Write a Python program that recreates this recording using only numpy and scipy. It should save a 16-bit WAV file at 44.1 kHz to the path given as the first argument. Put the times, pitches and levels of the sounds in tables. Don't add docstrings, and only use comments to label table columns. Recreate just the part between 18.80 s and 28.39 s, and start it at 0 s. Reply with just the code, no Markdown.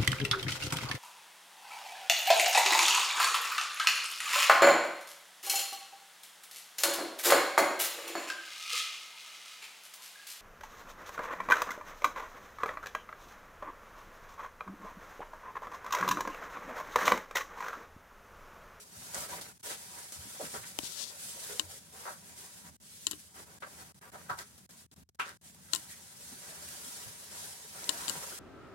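import sys
import numpy as np
from scipy import signal
from scipy.fft import rfft, irfft, next_fast_len
from scipy.io import wavfile
from scipy.ndimage import uniform_filter1d, map_coordinates

SR = 44100
rng = np.random.default_rng(int(sys.argv[2]) if len(sys.argv) > 2 else 0)


def digitize_waveform(pressure):
    field = np.atleast_2d(pressure).T
    bounded = np.clip(field, -1, 1)
    quanta = np.round(bounded * 32767).astype(np.int16)
    wavfile.write(sys.argv[1], SR, quanta)


N = 422919

# start t/s, length t/s, hiss level/dB before trim,
# dull rub level/dB relative to the hiss, before trim
STROKES = [(-.04, 0.085, -51.5, -7), (0.106, 0.44, -48, -4.5), (0.329, 0.15, -40.5, -2.5),
           (0.475, 0.13, -44.5, 0), (0.562, 0.17, -51.5, 0), (0.827, 0.14, -41, -6.5),
           (1.13, 0.15, -50, -3), (1.318, 0.067, -46.5, -6.5), (1.36, 0.52, -48.5, -7),
           (1.599, 0.099, -45, -4.5), (1.696, 0.11, -45, -12), (1.852, 0.073, -47, -9.5),
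           (1.99, 0.14, -46, -7), (2.167, 0.085, -55, 3.5), (2.37, 0.21, -44, -21), (2.562, 0.26, -44, -9),
           (2.881, 0.12, -48, -7.5), (3.12, 0.25, -49.5, -1), (3.436, 0.13, -55, -3),
           (3.554, 0.14, -49, -4.5), (3.67, 0.18, -53, -6.5), (3.835, 0.069, -53, -1),
           (4.01, 0.49, -51.5, -27), (4.54, 0.11, -52, 0.5), (4.655, 0.14, -59.5, 1.5),
           (4.836, 0.3, -55, -1.5), (4.972, 0.067, -52.5, 1), (5.202, 0.11, -64, 11),
           (5.292, 0.22, -58.5, 3.5), (5.487, 0.066, -66.5, 21.5), (5.573, 0.062, -48.5, 0.5),
           (5.885, 0.083, -57, -3), (5.958, 0.092, -56, -9), (6.096, 0.12, -62, -6),
           (6.636, 0.078, -53.5, -10), (6.914, 0.089, -46, -10), (7.084, .07, -51, -26),
           (7.398, 0.16, -50.5, -24), (7.625, 0.19, -56.5, 2.5), (7.804, 0.21, -48, -8),
           (7.98, 0.28, -46.5, -10), (8.207, 0.12, -50.5, -5), (8.505, 0.25, -45, -7.5),
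           (8.922, 0.53, -45, -2), (9.126, 0.52, -45, -2)]
# t/s, hiss level/dB before trim
COAT_RUSTLE = [(0, -56.5), (.77, -62.5), (1, -48), (1.5, -51.5), (2.7, -48), (3.08, -57.5), (3.3, -54),
               (3.95, -62), (4.7, -60), (5.2, -62.5), (5.65, -58), (6.3, -70.5), (6.8, -59), (7, -50.5),
               (7.33, -54), (7.7, -47.5), (8.45, -49.5), (9.59, -48.5)]
# f/Hz, relative level/dB
HAIR_COLOUR = [(880, -20), (1500, -8), (2910, -5.5), (3060, -4), (4690, -1.5), (5070, -1), (8740, 1.5),
               (10800, -1), (15100, -11), (16000, -8.5)]
# f/Hz, relative level/dB
RUB_COLOUR = [(150, -3.5), (260, -4), (400, 0), (600, -0.5), (950, 0.5), (1150, -2), (1600, 2), (2300, -4),
              (4000, -15)]
COAT_RUB_DB = -7
HAIRS_DB, RUB_DB = 0.1, -2
PEAK_SHARE, ROUNDNESS = 0.43, 0.47
SLIPS_PER_S, SLIP_SHARE = 900, 0.11
TUFTS_PER_S, TUFT_SHARE = 300, 0.43

# t/s, level/dB, rise t/s, hold t/s, t60/s, centre f/Hz, width/octaves,
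# hiss skirt level/dB before trim
SNUFFLES = [(0.516, -44, 0.011, 0.012, .12, 885, 0.14, -17), (0.892, -42, 0.013, 0.01, 0.15, 654, 1, -8),
            (1.593, -39.5, 0.0089, 0.015, 0.11, 596, 0.4, -28),
            (1.638, -49.5, .01, 0.016, 0.075, 1920, 0.44, -18),
            (1.737, -40, 0.0055, 0.017, 0.18, 830, 0.58, -27),
            (1.83, -48.5, .006, .01, 0.15, 1830, 0.46, -21),
            (2.685, -45, 0.012, 0.014, 0.35, 470, 0.1, -13),
            (3.253, -41.5, 0.003, 0.033, 0.24, 960, 0.45, -30),
            (3.27, -43, 0.0074, 0.01, .04, 930, 0.14, -28),
            (4.819, -39, 0.0072, 0.0083, 0.12, 1050, 0.51, -20.5),
            (4.857, -50.5, .008, 0.0094, 0.074, 900, .45, -21),
            (5.327, -46.5, 0.021, .012, 0.11, 780, 0.43, -22),
            (5.491, -32, 0.0082, 0.008, 0.18, 1065, 0.28, -26),
            (5.584, -46, 0.0029, 0.0066, 0.2, 1430, 0.41, -17),
            (6.387, -34.5, 0.012, 0.017, 0.17, 1190, 0.27, -18),
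            (6.3967, -34, 0.00073, .003, 0.18, 2530, 0.17, -21),
            (6.443, -47, 0.013, 0.046, 0.18, 1380, .3, -2),
            (6.881, -59, .006, 0.0098, 0.055, 1600, 0.23, -24),
            (7.079, -57.5, 0.017, 0.046, .15, 2060, .17, -23)]
# f/Hz, relative level/dB
NOSE_COLOUR = [(100, -14), (350, 4.5), (560, 2.5), (950, -5), (1500, 5.5), (2300, 1.5), (2900, 0.5),
               (3600, 3.5), (9000, -1.5), (16000, -15)]
SNUFFLE_SKIRT_DB = -1.5
RASP_PER_S, RASP_SHARE, RASP_JITTER = 200, 0.45, 0.4
# f/Hz, width/Hz, level/dB before scaling
CORNER = [(157, 12, 7.5), (176, 14, 6.5), (414.5, 27, 5), (577, 52, 6), (762, 22, 7), (968, 41, 8.5),
          (1150, 30, 6), (1314, 17, 8), (1435, 17, 3), (1577, 54, 3), (1936, 36, 4)]

# t/s, level/dB before trim, t60/s, pitch f/Hz, hiss level/dB beside the pitch
TICKS_AND_ONSET = [(0.345, -27.5, 0.054, 6460, -6), (.407, -32, .012, 6500, -3),
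                   (0.612, -36.5, 0.16, 4200, -1), (0.684, -45, 0.14, 5200, 12),
                   (1.3223, -35.5, 0.049, 5200, 11), (2.032, -36, .012, 4240, -10),
                   (2.054, -35, 0.011, 4200, -8), (2.076, -34, 0.01, 4200, -14),
                   (2.253, -42, 0.0051, 5200, -6), (5.499, -44, 0.043, 3520, -14),
                   (5.588, -36.5, 0.06, 4800, -6), (5.779, -49, 0.11, 5200, 5), (5.908, -46, .03, 5200, -5),
                   (6.114, -51, 0.018, 4000, -18), (6.29, -51.5, .02, 5200, -12),
                   (6.347, -61, 0.018, 5200, -1), (6.3973, -23, 0.041, 1380, -38),
                   (6.491, -37.5, 0.028, 1490, -18), (6.747, -46, .02, 5200, 4),
                   (9.0428, -30, .012, 4930, -26)]
# f/Hz, relative level/dB
WET_COLOUR = [(200, 2), (600, 2.5), (2000, -2), (4500, -1.5), (9000, 3.5), (16000, -7)]
# t/s, level/dB before trim, f/Hz, t60/s
BUMPS_AND_CLICK_BODY = [(0.159, -54.5, 80, 0.16), (1.35, -54, 86.5, 0.43), (1.451, -47.5, 221, 0.093),
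                        (1.622, -44.5, 217, 0.17), (1.729, -51.5, 198, 0.23), (1.77, -50.5, 90, 0.26),
                        (1.9888, -31, 640, 0.0065), (2.819, -57, 95, 0.45), (5.502, -46, 91, 0.18),
                        (7.521, -49.5, 218, 0.074), (8.059, -51, 240, 0.12), (8.251, -50.5, 99, 0.18),
                        (9.281, -53, 219, 0.39), (9.368, -48.5, 197, 0.11)]

# t/s, length t/s, left level/dB, centre f/Hz, width/octaves, right minus left level/dB
BRUSHES = [(2.019, 0.077, -38.5, 4500, 0.62, -13), (2.069, 0.13, -41.5, 4600, 0.69, -18),
           (2.155, 0.12, -35.5, 4560, 0.54, -30), (2.255, 0.071, -43, 4620, 0.52, -24),
           (.86, 0.12, -49.5, 2916, 0.51, 1.5), (5.58, 0.08, -55, 4900, 0.27, -5)]
FLICKS_PER_S, FLICK_SIZE = 900, 3

# t/s, overall level/dB, ringing level/dB before trim, brightness/dB per octave,
# gap to the second snap t/s, share of the case's colour (0-1), scrape level/dB within the snap
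CLICKS = [(1.9882, -15.5, -13, -0.5, 0.00076, 0.43, -6.5), (2.7958, -11.5, -3.5, -1, .00105, 0.9, -11),
          (4.2684, -12, -4.5, -.5, .00105, 1, -13), (4.312, -17, -7, 4.5, .00082, 0.82, -11),
          (4.318, -25, 3, 2, .0009, 0.6, -14), (4.332, -32.5, 7.5, -6, .0009, .7, -15),
          (6.9344, -7.5, -4, -1.5, .00105, 1, -16), (6.949, -14, -3, 3, .00108, 0.64, -10),
          (6.9594, -19, -1, 3, .0008, 1, -13.5), (9.092, -8.5, -3.5, -1, 0.000853, 0.94, -13.5),
          (9.281, -18, 0, -2.5, .00105, 1, -13), (9.2885, -24, -8, 7, 0.00071, 1, -8),
          (9.296, -15.5, -3, 5, .001, 1, -10.5)]
# f/Hz, relative level/dB
CASE_COLOUR = [(100, -47), (210, -24), (300, -4), (480, -21), (800, -20), (1040, -7.5), (1500, -17),
               (2150, -21.5), (2900, 3.5), (3300, -4), (3850, 2.5), (4700, -2.5), (6000, -9), (7300, 3.5),
               (8500, -7), (9700, -12), (11500, -13.5), (13500, -19.5), (16000, -33)]
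# f/Hz, relative level/dB
FAR_COLOUR = [(100, -15), (320, -5), (520, -15), (900, -4), (1500, -2), (2500, -13), (3700, -2), (5500, -7),
              (7500, -3.5), (12000, -2.5), (16000, -15)]
# f/Hz, relative level/dB, t60/s
CASE_MODES = [(304, -22.5, 0.14), (401, -33, 0.13), (1049, -23, 0.1), (1396, -26.5, 0.1),
              (1890, -24, 0.071), (2980, -16.5, 0.056), (3120, -31, .03), (4840, -27, 0.032),
              (7060, -20, 0.037), (7420, -21, 0.032), (8600, -30, 0.02)]
SECOND_SNAP_DB = -2.5
SCRAPE_S = 0.0025
AFTER_SLIPS_PER_S, AFTER_SLIP_SIZE = 990, 2.7
RING_WANDER_HZ = 22
# t/s, left level/dB, f/Hz, t60/s
KNOCKS = [(1.9895, -26, 292, 0.031), (2.0338, -30.5, 292, 0.013), (4.3125, -43, 304, .05),
          (4.333, -41.5, 397, 0.061), (6.9359, -41, 320, 0.038)]
KNOCK_RIGHT_DB = -15

# t/s, mean level/dB
DRONE_LEVEL = [(0, -63), (5.4, -62.5), (5.9, -65), (6.9, -61), (7.3, -63.5), (9.59, -64)]
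# f/Hz, relative level/dB
DRONE_COLOUR = [(20, -48), (38, -30), (55, -19), (78, 1.5), (100, -4.5), (130, -3.5), (180, 0), (230, -4),
                (310, -15), (600, -21), (2000, -26.5), (16000, -30.5)]
# from t/s, to t/s
DROPS = [(.781, .795), (.813, .829), (3.968, 4), (4.788, 4.803), (5.123, 5.144), (5.194, 5.212),
         (5.304, 5.318), (5.864, 5.891), (6.066, 6.113), (6.143, 6.161), (6.237, 6.289), (6.298, 6.347),
         (6.358, 6.389), (6.574, 6.612)]
DROP_DB_PER_S, DROP_DEEPEST_DB = -1150, -30
# f/Hz, left-right correlation
ALIKE = [(60, 0.61), (300, 0.74), (600, 0.64), (900, 0.18), (1200, -0.13), (3000, 0.091), (8000, -0.075),
         (16000, -0.05)]
TOP_HZ = 16000


def fur():
    hiss_power = amp(np.interp(np.arange(N) / SR, *np.transpose(COAT_RUSTLE))) ** 2
    rub_power = hiss_power * amp(COAT_RUB_DB) ** 2
    for start, length, db, rub_db in STROKES:
        power = (amp(db) * pressure(start, length)) ** 2
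        hiss_power = hiss_power + power
        rub_power = rub_power + power * amp(rub_db) ** 2

    hair_noise = unit(patchy(patchy_db=2, size=1024)) + SLIP_SHARE * grains(N, SLIPS_PER_S)
    hairs = stereo(hair_noise, lambda hz: along(HAIR_COLOUR, hz))
    rub_noise = unit(patchy(patchy_db=3, size=1024)) + TUFT_SHARE * grains(N, TUFTS_PER_S)
    rub = stereo(rub_noise, lambda hz: along(RUB_COLOUR, hz) + corner(hz))

    hairs_gain = amp(HAIRS_DB + 0.83 * wobble(70))
    rub_gain = amp(RUB_DB + 1.2 * wobble(50))
    return hairs * np.sqrt(hiss_power) * hairs_gain + rub * np.sqrt(rub_power) * rub_gain


def pressure(start, length):
    peak = start + length * PEAK_SHARE
    phase = np.interp(np.arange(N) / SR, [start, peak, start + length], [0, np.pi / 2, 0])
    return np.sin(phase) ** ROUNDNESS


def grains(size, per_s):
    falls = rng.random((2, size)) < per_s / SR
    return unit(rng.standard_normal((2, size)) * falls)


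def patchy(patchy_db, size):
    z = signal.stft(rng.standard_normal((2, N)), nperseg=size)[2]
    field = uniform_filter1d(rng.standard_normal(z.shape[1:]), size=3, axis=0)
    field = uniform_filter1d(field, size=4, axis=1)
    return signal.istft(z * amp(patchy_db * unit(field)), nperseg=size)[1][:, :N]


def snuffles():
    out, t = np.zeros((2, N)), np.arange(SR // 2) / SR
    for s, db, rise, hold, t60, centre, octaves, hiss_db in SNUFFLES:
        puff = np.minimum(t / rise, 1) * amp(-60 * np.maximum(t - rise - hold, 0) / t60)

        def colour(hz):
            resonance = hump(hz, centre, octaves, hiss_db + SNUFFLE_SKIRT_DB)
            return resonance + along(NOSE_COLOUR, hz) + 1.43 * corner(hz)

        air = rng.standard_normal((2, len(t))) * rasp(len(t))
        add(out, s, amp(db) * puff * stereo(air, colour))
    return out


def rasp(size):
    drift = unit(uniform_filter1d(rng.standard_normal(size), size=200))
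    rate = RASP_PER_S * np.exp(RASP_JITTER * drift)
    phase = np.cumsum(rate) / SR % 1
    spurts = unit(np.exp(-4 * phase))
    return unit(1 - RASP_SHARE + RASP_SHARE * spurts)


def corner(hz):
    return sum(db / (1 + (2 * (hz - centre) / width) ** 2) for centre, width, db in CORNER)


def ticks_and_onset():
    out, t = np.zeros((2, N)), np.arange(SR // 8) / SR
    for s, db, t60, centre, hiss_db in TICKS_AND_ONSET:
        colour = lambda hz: along(WET_COLOUR, hz) + hump(hz, centre, 0.22, hiss_db)
        spit = stereo(rng.standard_normal((2, len(t))), colour)
        add(out, s, amp(db - 3.5) * spit * amp(-60 * t / t60))
    return out


def bumps_and_click_body():
    out, t = np.zeros((2, N)), np.arange(SR // 2) / SR
    for s, db, centre, t60 in BUMPS_AND_CLICK_BODY:
        push = (1 - np.exp(-t / t60 * 18)) * amp(-60 * t / t60)
        thud = stereo(rng.standard_normal((2, len(t))), lambda hz: hump(hz, centre, 0.3, skirt_db=-57))
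        add(out, s, amp(db - 3.0) * thud * push / push.max())
    return out


def brushes():
    out, t = np.zeros((2, N)), np.arange(SR // 2) / SR
    for s, length, db, centre, octaves, right_db in BRUSHES:
        swell = np.sin(np.pi * np.minimum(t / length, 1))
        catches = rng.random(len(t)) < FLICKS_PER_S / SR
        flicks = FLICK_SIZE * rng.standard_normal(len(t)) * catches

        def colour(hz):
            low_cut_db = 20 * np.log10(1 + (2600 / (hz + 1)) ** 6)
            return hump(hz, centre, octaves, skirt_db=-40) - low_cut_db

        hiss = stereo(rng.standard_normal((2, len(t))) + flicks, colour)
        add(out, s, amp([[db], [db + right_db]]) * swell * hiss)
    return out


def clicks():
    out, t = np.zeros((2, N)), np.arange(SR // 8) / SR
    for s, db, ring_db, tilt_db, gap, colour_share, scrape_db in CLICKS:
        def colour(hz):
            tilt = tilt_db * np.log2(np.maximum(hz, 1500) / 5000)
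            return colour_share * along(CASE_COLOUR, hz) + tilt

        shell = causal(colour)
        slips = 1 + AFTER_SLIP_SIZE * (rng.random(len(t)) < AFTER_SLIPS_PER_S / SR)
        decay = amp(-60 * t / 0.021) + amp(-9.0 - 60 * t / 0.08)
        scatter = unit(rng.standard_normal((2, len(t))) * slips) * decay * (1 - np.exp(-t / 0.00072))
        scrape = rng.standard_normal(len(t)) * np.sqrt(np.maximum(1 - t / SCRAPE_S, 0))

        force = 0.11 * amp(ring_db / 2) * scatter[0] + amp(scrape_db) * scrape
        force[0] += 0.9
        force[round(SR * gap)] -= amp(SECOND_SNAP_DB)
        snap = signal.fftconvolve(force, shell / np.abs(shell).max())[:len(t)]
        far = amp(-13.0 + ring_db / 2) * filtered(scatter[1], lambda hz: amp(along(FAR_COLOUR, hz)))
        rings = amp(ring_db - 5.0) * ringing(t) * amp([[0], [-17]])
        add(out, s, amp(db) * (np.array([snap, far]) + rings))
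    return out


def ringing(t):
    total = 0
    for hz, db, t60 in CASE_MODES:
        struck_db = db + rng.normal(0, 2.2)
        waver = RING_WANDER_HZ * unit(uniform_filter1d(rng.standard_normal(len(t)), size=100))
        phase = 2 * np.pi * np.cumsum(hz + waver) / SR
        total = total + amp(struck_db - 60 * t / t60) * np.sin(phase)
    return total


def knocks():
    out, t = np.zeros((2, N)), np.arange(SR // 8) / SR
    for s, db, hz, t60 in KNOCKS:
        tone = amp(db - 60 * t / t60) * np.sin(2 * np.pi * hz * t)
        add(out, s, tone * amp([[0], [KNOCK_RIGHT_DB]]))
    return out


def room_tone():
    db = np.interp(np.arange(N) / SR, *np.transpose(DRONE_LEVEL)) + 2.2 * wobble(7.7)
    return amp(db) * stereo(rng.standard_normal((2, N)), lambda hz: along(DRONE_COLOUR, hz))


def drop_out(x):
    t = np.arange(N) / SR
    dip_db = np.zeros(N)
    for start, end in DROPS:
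        depth_db = max(DROP_DB_PER_S * (end - start), DROP_DEEPEST_DB)
        dip_db += depth_db * ((t > start) & (t < end))
    bass = filtered(x, lambda hz: 0.24 / (1 + (hz / 160) ** 6))
    return bass + (x - bass) * amp(uniform_filter1d(dip_db, size=100))


def amp(db):
    return 10 ** (np.asarray(db) / 20)


def unit(x):
    return x / np.sqrt(np.mean(x ** 2) + 1e-20)


def along(points, hz):
    f, v = np.transpose(points)
    return np.interp(np.log(hz + 1), np.log(f + 1), v)


def wobble(rate):
    knots = rng.standard_normal(int(N * rate / SR) + 4)
    return map_coordinates(knots, [np.arange(N) * rate / SR])


def filtered(x, response):
    n = x.shape[-1]
    m = next_fast_len(n + SR // 10)
    return irfft(rfft(x, m) * response(np.fft.rfftfreq(m, 1 / SR)), m)[..., :n]


def causal(colour, size=2048):
    cepstrum = irfft(np.log(amp(colour(np.fft.rfftfreq(size, 1 / SR)))))
    cepstrum[1:size // 2] *= 2
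    cepstrum[size // 2 + 1:] = 0
    return irfft(np.exp(rfft(cepstrum)))


def stereo(pair, colour):
    turn = lambda hz: np.arccos(np.clip(along(ALIKE, hz), -1, 1)) / 2
    response = lambda hz: amp(colour(hz)) * [np.cos(turn(hz)), np.sin(turn(hz))]
    mid, side = filtered(pair, response)
    return unit(np.array([mid + side, mid - side]))


def hump(hz, centre, octaves, skirt_db):
    bell = np.exp(-(np.log2((hz + 1) / centre) / octaves / 2) ** 2)
    return 20 * np.log10(bell + amp(skirt_db))


def add(track, s, sound):
    part = track[:, round(s * SR):][:, :sound.shape[-1]]
    part += sound[..., :part.shape[1]]


def scene():
    soft = drop_out(fur() + room_tone() + snuffles())
    return soft + brushes() + bumps_and_click_body() + ticks_and_onset() + clicks() + knocks()


def record(dry):
    low_cut = signal.butter(N=4, Wn=55, btype="highpass", fs=SR, output="sos")
    return filtered(signal.sosfilt(low_cut, dry), lambda hz: hz < TOP_HZ)


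dry = scene()
out = record(dry)
digitize_waveform(out)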